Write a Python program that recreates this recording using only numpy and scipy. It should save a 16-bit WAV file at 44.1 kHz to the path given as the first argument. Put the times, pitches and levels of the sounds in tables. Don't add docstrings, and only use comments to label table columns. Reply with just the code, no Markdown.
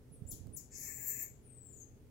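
import sys
import numpy as np
from scipy import signal
from scipy.fft import rfft, irfft
from scipy.io import wavfile

SR = 44100
rng = np.random.default_rng(int(sys.argv[2]) if len(sys.argv) > 2 else 0)


def store_wav(level_fs):
    pcm = np.round(np.clip(np.atleast_2d(level_fs), -1, 1) * 32767)
    wavfile.write(sys.argv[1], SR, pcm.T.astype(np.int16))


N = 92610
T = np.arange(N) / SR
HZ = np.fft.rfftfreq(N, 1 / SR)

# time in seconds, pitch in Hz, level in dB.
CHIRPS = [
    [(.108, 9440, -76), (.120, 10250, -65), (.127, 10800, -55), (.137, 10370, -60), (.144, 9100, -65.5),
     (.156, 8650, -67), (.166, 8520, -59)],
    [(.266, 7200, -50.5), (.274, 7400, -49), (.280, 8900, -68), (.286, 9900, -44), (.292, 10600, -38.5),
     (.297, 10000, -64), (.305, 8100, -48), (.310, 6860, -37), (.316, 4957, -56), (.322, 3540, -63.5),
     (.329, 2915, -71)],
    [(.523, 8300, -67), (.532, 9400, -52), (.539, 9960, -39), (.549, 9980, -54.5), (.555, 9200, -69),
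     (.561, 8140, -47), (.566, 7000, -35.5), (.571, 5890, -49), (.579, 4430, -64.5)],
]
# multiple of the pitch, level at full brightness in dB.
CHIRP_OVERTONES = [(2, -1), (3, 14)]
# time in seconds, jitter as a share of pitch.
CHIRP_JITTER = [(.14, .007), (.27, 0.025), (.29, 0.013), (.54, 0.0053)]

# time in seconds, then main band, upper band and low rasp in dB.
SCREECH_FADERS = [(0.7, -74, -82, -87), (0.714, -55.5, -76, -73), (0.748, -46.5, -60.5, -72),
                  (0.794, -52.5, -51.5, -72.5), (0.814, -47, -51, -66), (0.878, -48.5, -45.5, -62),
                  (0.924, -52.5, -51, -66), (0.962, -52, -49, -64.5), (0.988, -55.5, -48.5, -64.5),
                  (1.066, -46.5, -39, -63.5), (1.076, -42.5, -34, -64.5), (1.144, -50.5, -45.5, -64),
                  (1.2, -47, -41, -58.5), (1.226, -50.5, -55, -65), (1.25, -68, -74, -73)]
# frequency in Hz, gain in dB.
THROAT_START = [(3000, -49), (4000, -35.5), (4800, -14), (6000, -6.5), (6800, -3), (7600, -6.5),
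                (8700, -16.5), (9900, -21), (11000, -17.5), (13000, -22.5), (16000, -11)]
THROAT_FULL = [(3000, -64), (4200, -28), (5500, -17.5), (6500, -8), (7350, 2), (7900, -4), (8900, -20.5),
               (10400, -27.5), (11800, -12.5), (12900, -10), (14300, -11), (15600, 1)]
# time in seconds, centre in Hz.
UPPER_SWEEP = [(.78, 12200), (.86, 13000), (.95, 13500), (1.03, 14200), (1.09, 13100), (1.17, 13450),
               (1.23, 14000)]
# centre in Hz, width in Hz, relative gain in dB.
RASP_MODES = [(820, 170, -14), (1154, 140, -16), (1750, 74, 1.5), (1865, 89, 0), (2010, 100, -2),
              (2175, 110, -.5), (2290, 70, -1), (2520, 100, -6)]
# time in seconds, pitch in Hz, level in dB.
SQUEAK = [(1.214, 6690, -50.5), (1.223, 6405, -42.5), (1.229, 6200, -75), (1.236, 6330, -77)]

# time in seconds, pitch at the foot of the trill in Hz, level in dB.
WHISTLE = [(1.422, 9350, -75), (1.450, 9640, -61), (1.463, 8840, -60), (1.478, 8740, -62.5),
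           (1.497, 8230, -56), (1.585, 7920, -56.5), (1.660, 7500, -52.5), (1.700, 7275, -53),
           (1.740, 6980, -52), (1.778, 6680, -47.5), (1.815, 6350, -51.5), (1.828, 6280, -56.5),
           (1.846, 6820, -72)]
# time in seconds, upward swing in Hz.
TRILL_DEPTH = [(1.47, 550), (1.52, 400), (1.60, 600), (1.675, 1150), (1.712, 1900), (1.798, 2500),
               (1.825, 100)]

# delay in seconds, left and right gain in dB re the left direct sound.
REFLECTIONS = [(.0045, -4, -5.5), (.0080, 6.5, -6), (0.0169, -4.5, -3.5)]
# frequency in Hz, seconds to fall by 60 dB.
ROOM_T60 = [(1500, 0.23), (4000, 0.4), (7000, 0.32), (10000, 0.27), (15000, 0.17)]
# frequency in Hz, gain in dB.
RIGHT_SHADE = [(2400, 1.5), (4500, -1.5), (6000, -12), (7200, -21.5), (8300, -23.5), (9800, -10.5),
               (10800, -1.5), (12500, -1.5), (15500, -36)]

# start in seconds, level before panning in dB, pitch in Hz, decay in seconds.
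BUMPS = [(.111, -49.5, 151, 0.0041), (.218, -37, 144, 0.0021), (.247, -41.5, 72, 0.0047),
         (0.324, -42.5, 98.4, 0.0046), (.408, -42.5, 100, 0.0037), (0.452, -44, 124, 0.0045),
         (0.482, -56, 89, 0.0027), (0.54, -52.5, 125, 0.0086), (.718, -53, 80, .012)]
# time in seconds, level before panning in dB.
RUSTLE_FADER = [(.05, -89), (.13, -63.5), (.29, -54.5), (.335, -51), (.38, -59), (.475, -51.5), (.56, -58),
                (.68, -86)]
# frequency in Hz, relative gain in dB.
RUSTLE_COLOUR = [(25, -1), (120, 2.5), (300, -8.5), (600, -19), (1000, -37), (3000, -49)]
# peak time in seconds, level in dB, centre in Hz, half length in seconds.
SCUFFS = [(0.223, -81, 2930, 0.0055), (0.602, -79, 2070, 0.043), (1.013, -61, 9100, 0.048),
          (1.492, -81, 2400, 0.041)]
# frequency in Hz, relative gain in dB.
RUMBLE_COLOUR = [(20, -7.5), (50, 1.5), (90, -1.5), (130, 2.5), (180, -8.5), (260, -3), (340, -11),
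                 (440, -8.5), (600, -19), (850, -23.5), (1100, -28.5), (2000, -31), (4000, -36.5),
                 (9000, -36), (15500, -37)]
# frequency in Hz, left-right correlation from 0 to 1.
RUMBLE_CORRELATION = [(30, 0.12), (120, 0.67), (300, 0.93), (700, 0.17), (1500, 0.051)]
# pitch in Hz, level in dB.
HUM = [(79, -70.5), (119, -68), (420, -76)]


def chirps():
    full_plunge_hz_per_s = 110000
    out = np.zeros(N)
    for contour in CHIRPS:
        fall_hz_per_s = -np.gradient(curve(contour)) * SR
        brightness = np.clip(fall_hz_per_s / full_plunge_hz_per_s, .29, 1)
        out += voice(contour, CHIRP_OVERTONES, curve(CHIRP_JITTER), brightness=brightness)
    return out


def screech():
    puffs = strained_puffs()
    main, upper = throat(puffs)
    cry = (main * amp(4.5 + curve(SCREECH_FADERS))
           + upper * amp(6.5 + curve(SCREECH_FADERS, column=2))
           + rasp(puffs) * amp(2.5 + curve(SCREECH_FADERS, column=3)))
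    start_s, end_s, release_db_per_s = SCREECH_FADERS[0][0], SCREECH_FADERS[-1][0], 903
    release = amp(-release_db_per_s * np.maximum(T - end_s, 0))
    squeak = voice(SQUEAK, overtones=[(2, 12)], jitter=.035)
    return cry * release * (T > start_s) + squeak


def strained_puffs(puffs_per_s=430, jitter=.4, spread_db=1.5, duty=.22, steady_share=.09):
    cycles = np.cumsum(puffs_per_s * np.exp(jitter * wander(puffs_per_s))) / SR
    strength = amp(spread_db * rng.standard_normal(N))[cycles.astype(int)]
    return rng.standard_normal(N) * (steady_share + strength * np.exp(-(cycles % 1) / duty))


def throat(puffs, open_at_s=.81, opening_s=.1, split_hz=9650, broad_share=.45):
    opened = np.clip((T - open_at_s) / opening_s, 0, 1)
    start, full = rfft(colour(puffs, THROAT_START)), rfft(colour(puffs, THROAT_FULL))
    main, upper = [(1 - opened) * unit(irfft(start * band, N)) + opened * unit(irfft(full * band, N))
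                   for band in (HZ < split_hz, HZ >= split_hz)]
    shaking_hz = 6980 * (1 + .06 * wander(140))
    main_ring = resonate(main, shaking_hz, width_hz=1300)
    upper_ring = resonate(upper, curve(UPPER_SWEEP), width_hz=2600)
    return unit(broad_share * main + main_ring), unit(broad_share * upper + upper_ring)


def rasp(puffs, swell_db=2.6, drift=.016, waver_hz=22):
    out = np.zeros(N)
    for hz, width_hz, db in RASP_MODES:
        gain = amp(db + swell_db * wander(waver_hz))
        out += gain * resonate(puffs, hz * (1 + drift * wander(waver_hz)), width_hz)
    return unit(out)


def whistle(trills_per_s=25.2, crest_s=1.713, dip_db_per_khz=7):
    flicks = (.5 + .5 * np.cos(2 * np.pi * trills_per_s * (T - crest_s))) ** 2
    swing_hz = curve(TRILL_DEPTH) * flicks
    dip = amp(-dip_db_per_khz * swing_hz / 1000)
    return dip * voice(WHISTLE, overtones=[(2, -15)], jitter=.005, swing_hz=swing_hz, brightness=dip)


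def voice(contour, overtones, jitter, swing_hz=0, brightness=1):
    hz = (curve(contour) + swing_hz) * (1 + jitter * wander(615))
    phase = 2 * np.pi * np.cumsum(hz) / SR
    tone = np.sin(phase)
    for multiple, db in overtones:
        audible = np.clip((21000 - multiple * hz) / 4000, 0, 1)
        tone += brightness * audible * amp(db) * np.sin(multiple * phase)
    return np.sqrt(2) * tone * amp(curve(contour, column=2)) * gate(contour)


def room(calls, tail_db=7.5, build_s=.0056):
    size = SR // 2
    hz, t, noise = signal.stft(rng.standard_normal((2, size)), SR, nperseg=256)
    decay = np.exp(-np.log(1000) * t / read(ROOM_T60, hz)[:, None])
    tail = signal.istft(noise * decay, SR)[1][:, :size]
    tail *= np.clip(T[:size] / build_s - .5, 0, 1)
    response = tail / np.linalg.norm(tail[0]) * amp([[tail_db], [tail_db + 1]])
    response[:, 0] += amp([0, 6])
    for delay_s, left_db, right_db in REFLECTIONS:
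        response[:, round(delay_s * SR)] += amp([left_db, right_db])
    response /= np.linalg.norm(response[0])
    left, right = signal.fftconvolve(calls[None], response, axes=1)[:, :N]
    return np.array([left, colour(right, RIGHT_SHADE)])


def bumps(left_db=-14.5, right_db=4):
    rustle = unit(colour(rng.standard_normal(N), RUSTLE_COLOUR))
    out = rustle * amp(curve(RUSTLE_FADER)) * gate(RUSTLE_FADER)
    for start_s, db, hz, decay_s in BUMPS:
        age = np.maximum(T - start_s, 0)
        envelope = (age / decay_s / 2) ** 2 * np.exp(2 - age / decay_s)
        out += amp(db) * envelope * np.cos(2 * np.pi * hz * age)
    return out * amp([[left_db], [right_db]])


def tick(start_s=.4705, db=-53, decay_s=.0006):
    envelope = (T > start_s) * np.exp(-abs(T - start_s) / decay_s)
    return amp(db) * rng.standard_normal(N) * envelope


def scuffs():
    out = np.zeros((2, N))
    for channel in out:
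        for peak_s, db, hz, half_s in SCUFFS:
            hiss = unit(resonate(rng.standard_normal(N), hz, width_hz=.38 * hz))
            channel += amp(db) * np.exp(-((T - peak_s) / half_s) ** 2) * hiss
    return out


def room_tone(rumble_db=-59.5, waver_radians=1.46, waver_hz=1.48):
    left, independent = rfft(rng.standard_normal((2, N)))
    correlation = read(RUMBLE_CORRELATION, HZ)
    right = correlation * left + np.sqrt(1 - correlation ** 2) * independent
    rumble = unit(colour(irfft([left, right], N), RUMBLE_COLOUR))
    hum = sum(amp(db) * np.sqrt(2) * np.sin(2 * np.pi * hz * T + waver_radians * wander(waver_hz))
              for hz, db in HUM)
    return amp(rumble_db) * rumble + hum


def resonate(x, hz, width_hz):
    carrier = np.exp(2j * np.pi * np.cumsum(hz * np.ones(N)) / SR)
    pole = np.exp(-np.pi * width_hz / SR)
    smoothed = signal.lfilter([(1 - pole) ** 2], [1, -2 * pole, pole * pole], x / carrier)
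    return 2 * (carrier * smoothed).real


def wander(rate_hz):
    return unit(irfft(rfft(rng.standard_normal(N)) / (1 + (HZ / rate_hz) ** 4), N))


def colour(x, eq):
    return irfft(rfft(x) * amp(read(eq, HZ)), N)


def read(table, hz):
    frequencies, values = np.transpose(table)
    return np.interp(np.log(hz + 1), np.log(frequencies), values)


def curve(table, column=1):
    rows = np.array(table)
    return np.interp(T, rows[:, 0], rows[:, column])


def gate(table, fade_s=.00067):
    return np.clip(np.minimum(T - table[0][0], table[-1][0] - T) / fade_s, 0, 1)


def amp(db):
    return 10 ** (np.asarray(db) / 20)


def unit(x):
    return x / np.sqrt(np.mean(x ** 2) + 1e-20)


def scene():
    return room(chirps() + screech() + whistle()) + tick() + bumps() + room_tone() + scuffs()


def record(dry):
    cutoff_hz = 15850
    high_cut = signal.firwin(601, cutoff_hz, window=("kaiser", 9), fs=SR)
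    return signal.oaconvolve(dry, high_cut[None], "same")


dry = scene()
out = record(dry)
store_wav(out)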